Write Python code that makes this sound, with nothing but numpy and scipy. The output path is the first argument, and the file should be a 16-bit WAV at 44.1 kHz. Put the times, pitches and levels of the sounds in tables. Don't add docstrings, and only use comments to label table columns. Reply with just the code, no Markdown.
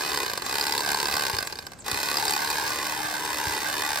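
import sys
import numpy as np
from scipy import signal
from scipy.fft import rfft, irfft
from scipy.io import wavfile
from scipy.ndimage import uniform_filter1d

SR = 44100
rng = np.random.default_rng(int(sys.argv[2]) if len(sys.argv) > 2 else 0)


def transcribe(signal):
    frames = np.atleast_2d(signal).T
    limited = np.clip(frames, -1, 1)
    pcm = np.round(limited * 32767).astype(np.int16)
    wavfile.write(sys.argv[1], SR, pcm)


N = 176400
T = np.arange(N) / SR

# time_s, rattle_db, free_ring_db, slap_ms
CUT_STATE = [(0, -33, 4, 1.5), (.8, -35, 2.5, 1.1), (1.35, -33.5, 2.5, 1.55), (1.8, -34.5, -1.5, 1.1),
             (2.3, -32, 1.5, 1.38), (2.75, -34, -2.5, 2.12), (3.15, -36.5, -9.5, 2.3), (3.55, -34, -4.5, 2),
             (4, -35.5, -10, 1.95)]
# pitch_hz, width_hz, level_db
BLADE_MODES = [(1046, 170, -3), (1595, 150, -2), (4400, 200, -11), (4580, 150, 5), (4990, 194, 10)]


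def amp(db):
    return 10 ** (np.asarray(db) / 20)


def curve(table, col, t=T):
    rows = np.array(table, float)
    return np.interp(t, rows[:, 0], rows[:, col])


def spectrum(table, hz):
    rows = np.array(table, float)
    return np.interp(np.log(hz + 1e-9), np.log(rows[:, 0]), rows[:, 1])


def unit(x):
    return x / np.sqrt(np.mean(x ** 2))


def through(x, response):
    return signal.fftconvolve(x, response / np.sqrt(np.sum(response ** 2)))[:N]


def colour(*tables, size=8192):
    hz = np.arange(size // 2 + 1) * SR / size
    cepstrum = irfft(np.log(amp(sum(spectrum(table, hz) for table in tables))))
    causal = 2 * cepstrum[:size // 2] * (np.arange(size // 2) > 0)
    return irfft(np.exp(rfft(causal, size)))


def ring(hz, width_hz):
    t = T[:SR // 4]
    return np.exp(-np.pi * width_hz * t) * np.sin(2 * np.pi * hz * t)


def modes(table):
    return sum(amp(db) * ring(hz, width) for hz, width, db in table)


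def add_contact(track, sound, at, lead_s=.0011, size=2048):
    where = int((at - lead_s) * SR) - size // 2 + np.arange(len(sound))
    inside = (where >= 0) & (where < N)
    track[where[inside]] += sound[inside]


def echoes(x, t60_s, gap_s=0.0012, sway_hz=14):
    t = T[:SR // 4]
    fade = amp(-60 * t / t60_s) * (t > gap_s)
    knots = np.arange(N // 1000)
    out = np.zeros((2, N))
    for port in out:
        shares = [np.interp(T * sway_hz, knots, row) for row in rng.standard_normal((5, len(knots)))]
        for share in shares / np.linalg.norm(shares, axis=0):
            port += share * through(x, fade * rng.standard_normal(len(t)))
    return out


def ports(x, phase_share):
    # frequency_hz, difference_db
    balance = [(100, 3), (300, .5), (550, 4), (1000, .5), (1480, -1.5), (1600, -9), (1750, -2), (2100, -5),
               (2300, -.5), (4000, -2.5), (8000, 0)]
    # frequency_hz, lead_rad
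    phase = [(700, 0), (1350, .3), (1520, 1.3), (1700, 0), (2100, .1), (2700, 1.2), (3600, 1.2), (4100, 0),
             (5600, -.2), (5850, -4.1), (7500, -4.8), (9600, -6.5), (11400, -9.4), (16000, -15.5)]
    hz = np.arange(N + 1) * SR / (2 * N)
    half = amp(spectrum(balance, hz) / 2) * np.exp(-.5j * phase_share * spectrum(phase, hz))
    return irfft(rfft(x, 2 * N) * np.array([half, 1 / half]))[:, :N]


def air(level_db=-49.5):
    # frequency_hz, relative_db
    rumble = [(20, -13), (40, 6.5), (170, 0), (400, -4), (1000, -8.5), (3000, -22), (8000, -20),
              (16000, -92)]
    common, left, right = (through(rng.standard_normal(N), colour(rumble)) for _ in range(3))
    return amp(level_db) * (common + 0.69 * np.array([left, right]))


def bird(top_hz=8300, end_hz=5900, length_s=.034):
    # start_s, level_db
    chirps = [(.434, -43), (.778, -44), (.94, -44), (1.445, -43.5), (1.64, -54), (1.781, -45)]
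    out = np.zeros(N)
    warble = 1 + .04 * unit(uniform_filter1d(rng.standard_normal(N), size=100))
    for at, db in chirps:
        progress = np.clip((T - at) / length_s, 0, 1)
        hz = (top_hz + (end_hz - top_hz) * progress ** 2) * warble
        out += amp(db) * np.sin(np.pi * progress) * np.sin(2 * np.pi * np.cumsum(hz) / SR)
    return out / 2 + amp(6) * echoes(out, t60_s=.1)


def bumps(attack_s=0.0054):
    # start_s, level_db
    impacts = [(1.333, -35), (1.925, -36.5), (3.468, -33)]
    # pitch_hz, t60_s, level_db
    table_modes = [(72, 0.13, 10.5), (97, 0.1, 14), (115, 0.065, 7)]
    out = np.zeros(N)
    for at, db in impacts:
        age = np.maximum(T - at, 0)
        rise = 1 - np.exp(-age / attack_s)
        for hz, t60, mode_db in table_modes:
            out += amp(db + mode_db - 60 * age / t60) * rise * np.sin(2 * np.pi * hz * age)
    return out / 2


def wall(x, level_db=-3, alike_below_hz=520):
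    left, right = echoes(x, t60_s=0.024)
    highpass = signal.butter(2, alike_below_hz, "highpass", fs=SR, output="sos")
    side = signal.sosfilt(highpass, left - right)
    return amp(level_db) * np.array([left + right + side, left + right - side]) / 2


def motor_hum(hum_rad, pace):
    # time_s, level_db
    hum = [(0, -52.5), (.8, -53.5), (2.44, -53.5), (2.58, -49), (3.86, -48.5), (4, -58)]
    harmonics = np.sin(hum_rad) + amp(-6) * np.sin(2 * hum_rad)
    return np.sqrt(2) * amp(curve(hum, 1)) * pace ** 2 * harmonics


def contacts(grain_db):
    sizes = np.repeat(rng.standard_normal(N // 16 + 1), 16)[:N]
    return unit(rng.standard_normal(N) * amp(grain_db * sizes))


def gear_rattle(hum_rad, pace, spinup_s=0.012):
    effort = pace + spinup_s * np.maximum(np.gradient(pace, T), 0)
    pulsing = 1 + 0.44 * np.sin(hum_rad)
    return contacts(grain_db=4.5) * pulsing * amp(curve(CUT_STATE, 1)) * effort ** 1.68


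def ticks(decay_s=0.00046):
    # start_s, level_db
    touches = [(1.7345, -37), (1.822, -41)]
    envelope = sum(2 * amp(db) * (T > at) * np.exp(-np.abs(T - at) / decay_s) for at, db in touches)
    return contacts(grain_db=4) * envelope


def burst(slap_ms, delay_at_1khz_s=0.002006, evenness=.6, size=2048):
    age_ms = np.maximum(T[:size] - T[size // 2], 0) * 1000
    hz = np.arange(size // 2 + 1) * SR / size
    bending = np.exp(-4j * np.pi * delay_at_1khz_s * np.sqrt(1000 * hz))
    envelope = age_ms / slap_ms * np.exp(1 - 2 * age_ms / slap_ms)
    chatter = rfft(envelope * rng.standard_normal(size))
    flattened = chatter / (np.abs(chatter) + 1e-9) ** evenness
    return 2 * unit(irfft(bending * flattened)) * np.sqrt(np.mean(envelope ** 2))


def clacks(cycles, chatter_db=-2.5, scatter_db=1.6):
    # time_s, out_stroke_db, back_stroke_db
    force = [(0, -21, -25), (.17, -16.5, -20.5), (.42, -20.5, -33), (.55, -16.5, -20.5), (1.16, -17, -18.5),
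             (1.28, -22, -17.5), (1.39, -18, -21.5), (1.47, -21.5, -30), (1.7, -28.5, -32.5),
             (1.8, -41.5, -25), (1.88, -15.5, -24), (2.08, -18.5, -20.5), (2.3, -15.5, -20),
             (2.55, -22, -22), (3.05, -26, -24), (3.9, -21.5, -19.5)]
    ends = np.arange(np.ceil(2 * cycles[0]), 2 * cycles[-1])
    chatter, pushes = np.zeros(N), np.zeros(N)
    for end, (harder, later) in zip(ends, rng.standard_normal((len(ends), 2))):
        at = np.interp(end / 2, cycles, T)
        slap_ms = curve(CUT_STATE, 3, at)
        gain = amp(curve(force, 1 + int(end) % 2, at) + scatter_db * harder)
        jitter_s = .0001 + 0.00052 * (slap_ms - 1)
        add_contact(chatter, gain * burst(slap_ms), at + later * jitter_s)
        pushes[int(at * SR)] += gain
    return amp(chatter_db) * chatter, pushes


def snaps(detune=.02, scatter_db=3):
    # start_s, ring_db, sizzle_db
    strikes = [(.611, -18, -31), (.6676, -18, -23), (.723, -18, -25), (.7787, -17, -25), (.9175, -21, -23),
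               (.9455, -19, -27), (1.001, -19, -25), (1.0564, -18, -27), (1.1395, -19, -27),
               (1.167, -18, -25), (1.386, -17.5, -32), (1.5245, -27, -42), (1.556, -34, -43),
               (1.588, -26, -38), (1.6675, -33, -45), (1.915, -21, -24), (2.170, -17.5, -29),
               (2.2527, -26, -23), (2.2805, -19, -24), (2.308, -25, -20.5), (2.3364, -21, -24),
               (2.502, -28, -21)]
    # frequency_hz, relative_db
    sizzle = [(1000, -13), (5000, -3), (8300, 4.5), (11700, -5), (13300, 0), (16000, -14)]
    out, sizzle_response = np.zeros(N), colour(sizzle)
    for at, ring_db, sizzle_db in strikes:
        struck = [(hz * rng.normal(1, detune), width, rng.normal(db, scatter_db))
                  for hz, width, db in BLADE_MODES]
        hit = burst(slap_ms=1.0)
        add_contact(out, amp(ring_db) * through(hit, modes(struck)), at)
        add_contact(out, amp(sizzle_db + 2) * through(hit, sizzle_response), at)
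    return out


def knife_timbre(slap, rattle):
    # frequency_hz, relative_db
    timbre = [(60, -13), (220, -11), (400, -1.5), (640, -5.5), (880, 4), (1150, 1.5), (1340, -14.5),
              (1500, 4.5), (1640, 2), (1800, -5), (2080, -2.5), (2260, -9), (2500, -0.5), (2870, -9),
              (3030, -4), (3200, -11.5), (3680, -3), (5000, -3), (5900, -5.5), (9300, -12), (10400, -13.5),
              (11700, -19), (13200, -12), (16000, -24)]
    # frequency_hz, relative_db
    clack_tilt = [(100, -17.5), (500, -0.5), (1500, 2.5), (4500, 0), (9000, 3.5), (15000, 6)]
    # frequency_hz, relative_db
    rattle_tilt = [(100, 5.4), (500, 1.3), (1500, 3.94), (7000, 0.62), (15000, 4.4)]
    return through(slap, colour(timbre, clack_tilt)) + through(rattle, colour(timbre, rattle_tilt))


def blades(slap, rattle, free, ring_db=-12, rasp_db=-10):
    # pitch_hz, width_hz, level_db
    rasp_modes = [(1980, 380, 0), (3680, 160, -5)]
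    sunk = np.maximum(1 - free, 0)
    ringing = amp(ring_db) * through(slap * free, modes(BLADE_MODES))
    rasp = amp(rasp_db) * through((slap + rattle) * sunk, modes(rasp_modes))
    return ringing + rasp


def knife(full_speed_hz=36, hum_periods_per_cycle=8.36):
    # time_s, cycle_rate_hz
    drive = [(0.0, 37.07), (0.2, 35.12), (0.32, 26.45), (0.43, 20.27), (0.48, 31.81), (0.58, 35.85),
             (1.21, 36.15), (1.36, 27.33), (1.5, 18.68), (1.66, 11.08), (1.84, 3.47), (1.875, 29.35),
             (1.97, 35.24), (2.15, 35.93), (2.5, 36.55), (2.9, 37.12), (3.3, 36.42), (3.6, 36.73),
             (4.0, 36.59)]
    speed_hz = curve(drive, 1)
    pace = speed_hz / full_speed_hz
    cycles = .71 + np.cumsum(speed_hz) / SR
    hum_rad = 2 * np.pi * hum_periods_per_cycle * cycles
    chatter, pushes = clacks(cycles)
    slap = chatter + ticks()
    rattle = gear_rattle(hum_rad, pace)
    free = amp(curve(CUT_STATE, 2))
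    clatter = knife_timbre(slap, rattle) + blades(slap, rattle, free) + snaps()
    knock = amp(0.5) * through(pushes * free, ring(hz=423, width_hz=96))
    return clatter, knock + motor_hum(hum_rad, pace)


def scene():
    clatter, drone = knife()
    direct = ports(clatter + drone, phase_share=1)
    surroundings = ports(wall(clatter) + bumps() + air(), phase_share=0)
    return direct + surroundings + bird()


def record(dry):
    low_cut_hz, top_hz = 64, 15800
    thin = signal.sosfilt(signal.butter(2, low_cut_hz, "highpass", fs=SR, output="sos"), dry)
    return signal.sosfilt(signal.ellip(10, .2, 80, top_hz, fs=SR, output="sos"), thin)


dry = scene()
out = record(dry)
transcribe(out)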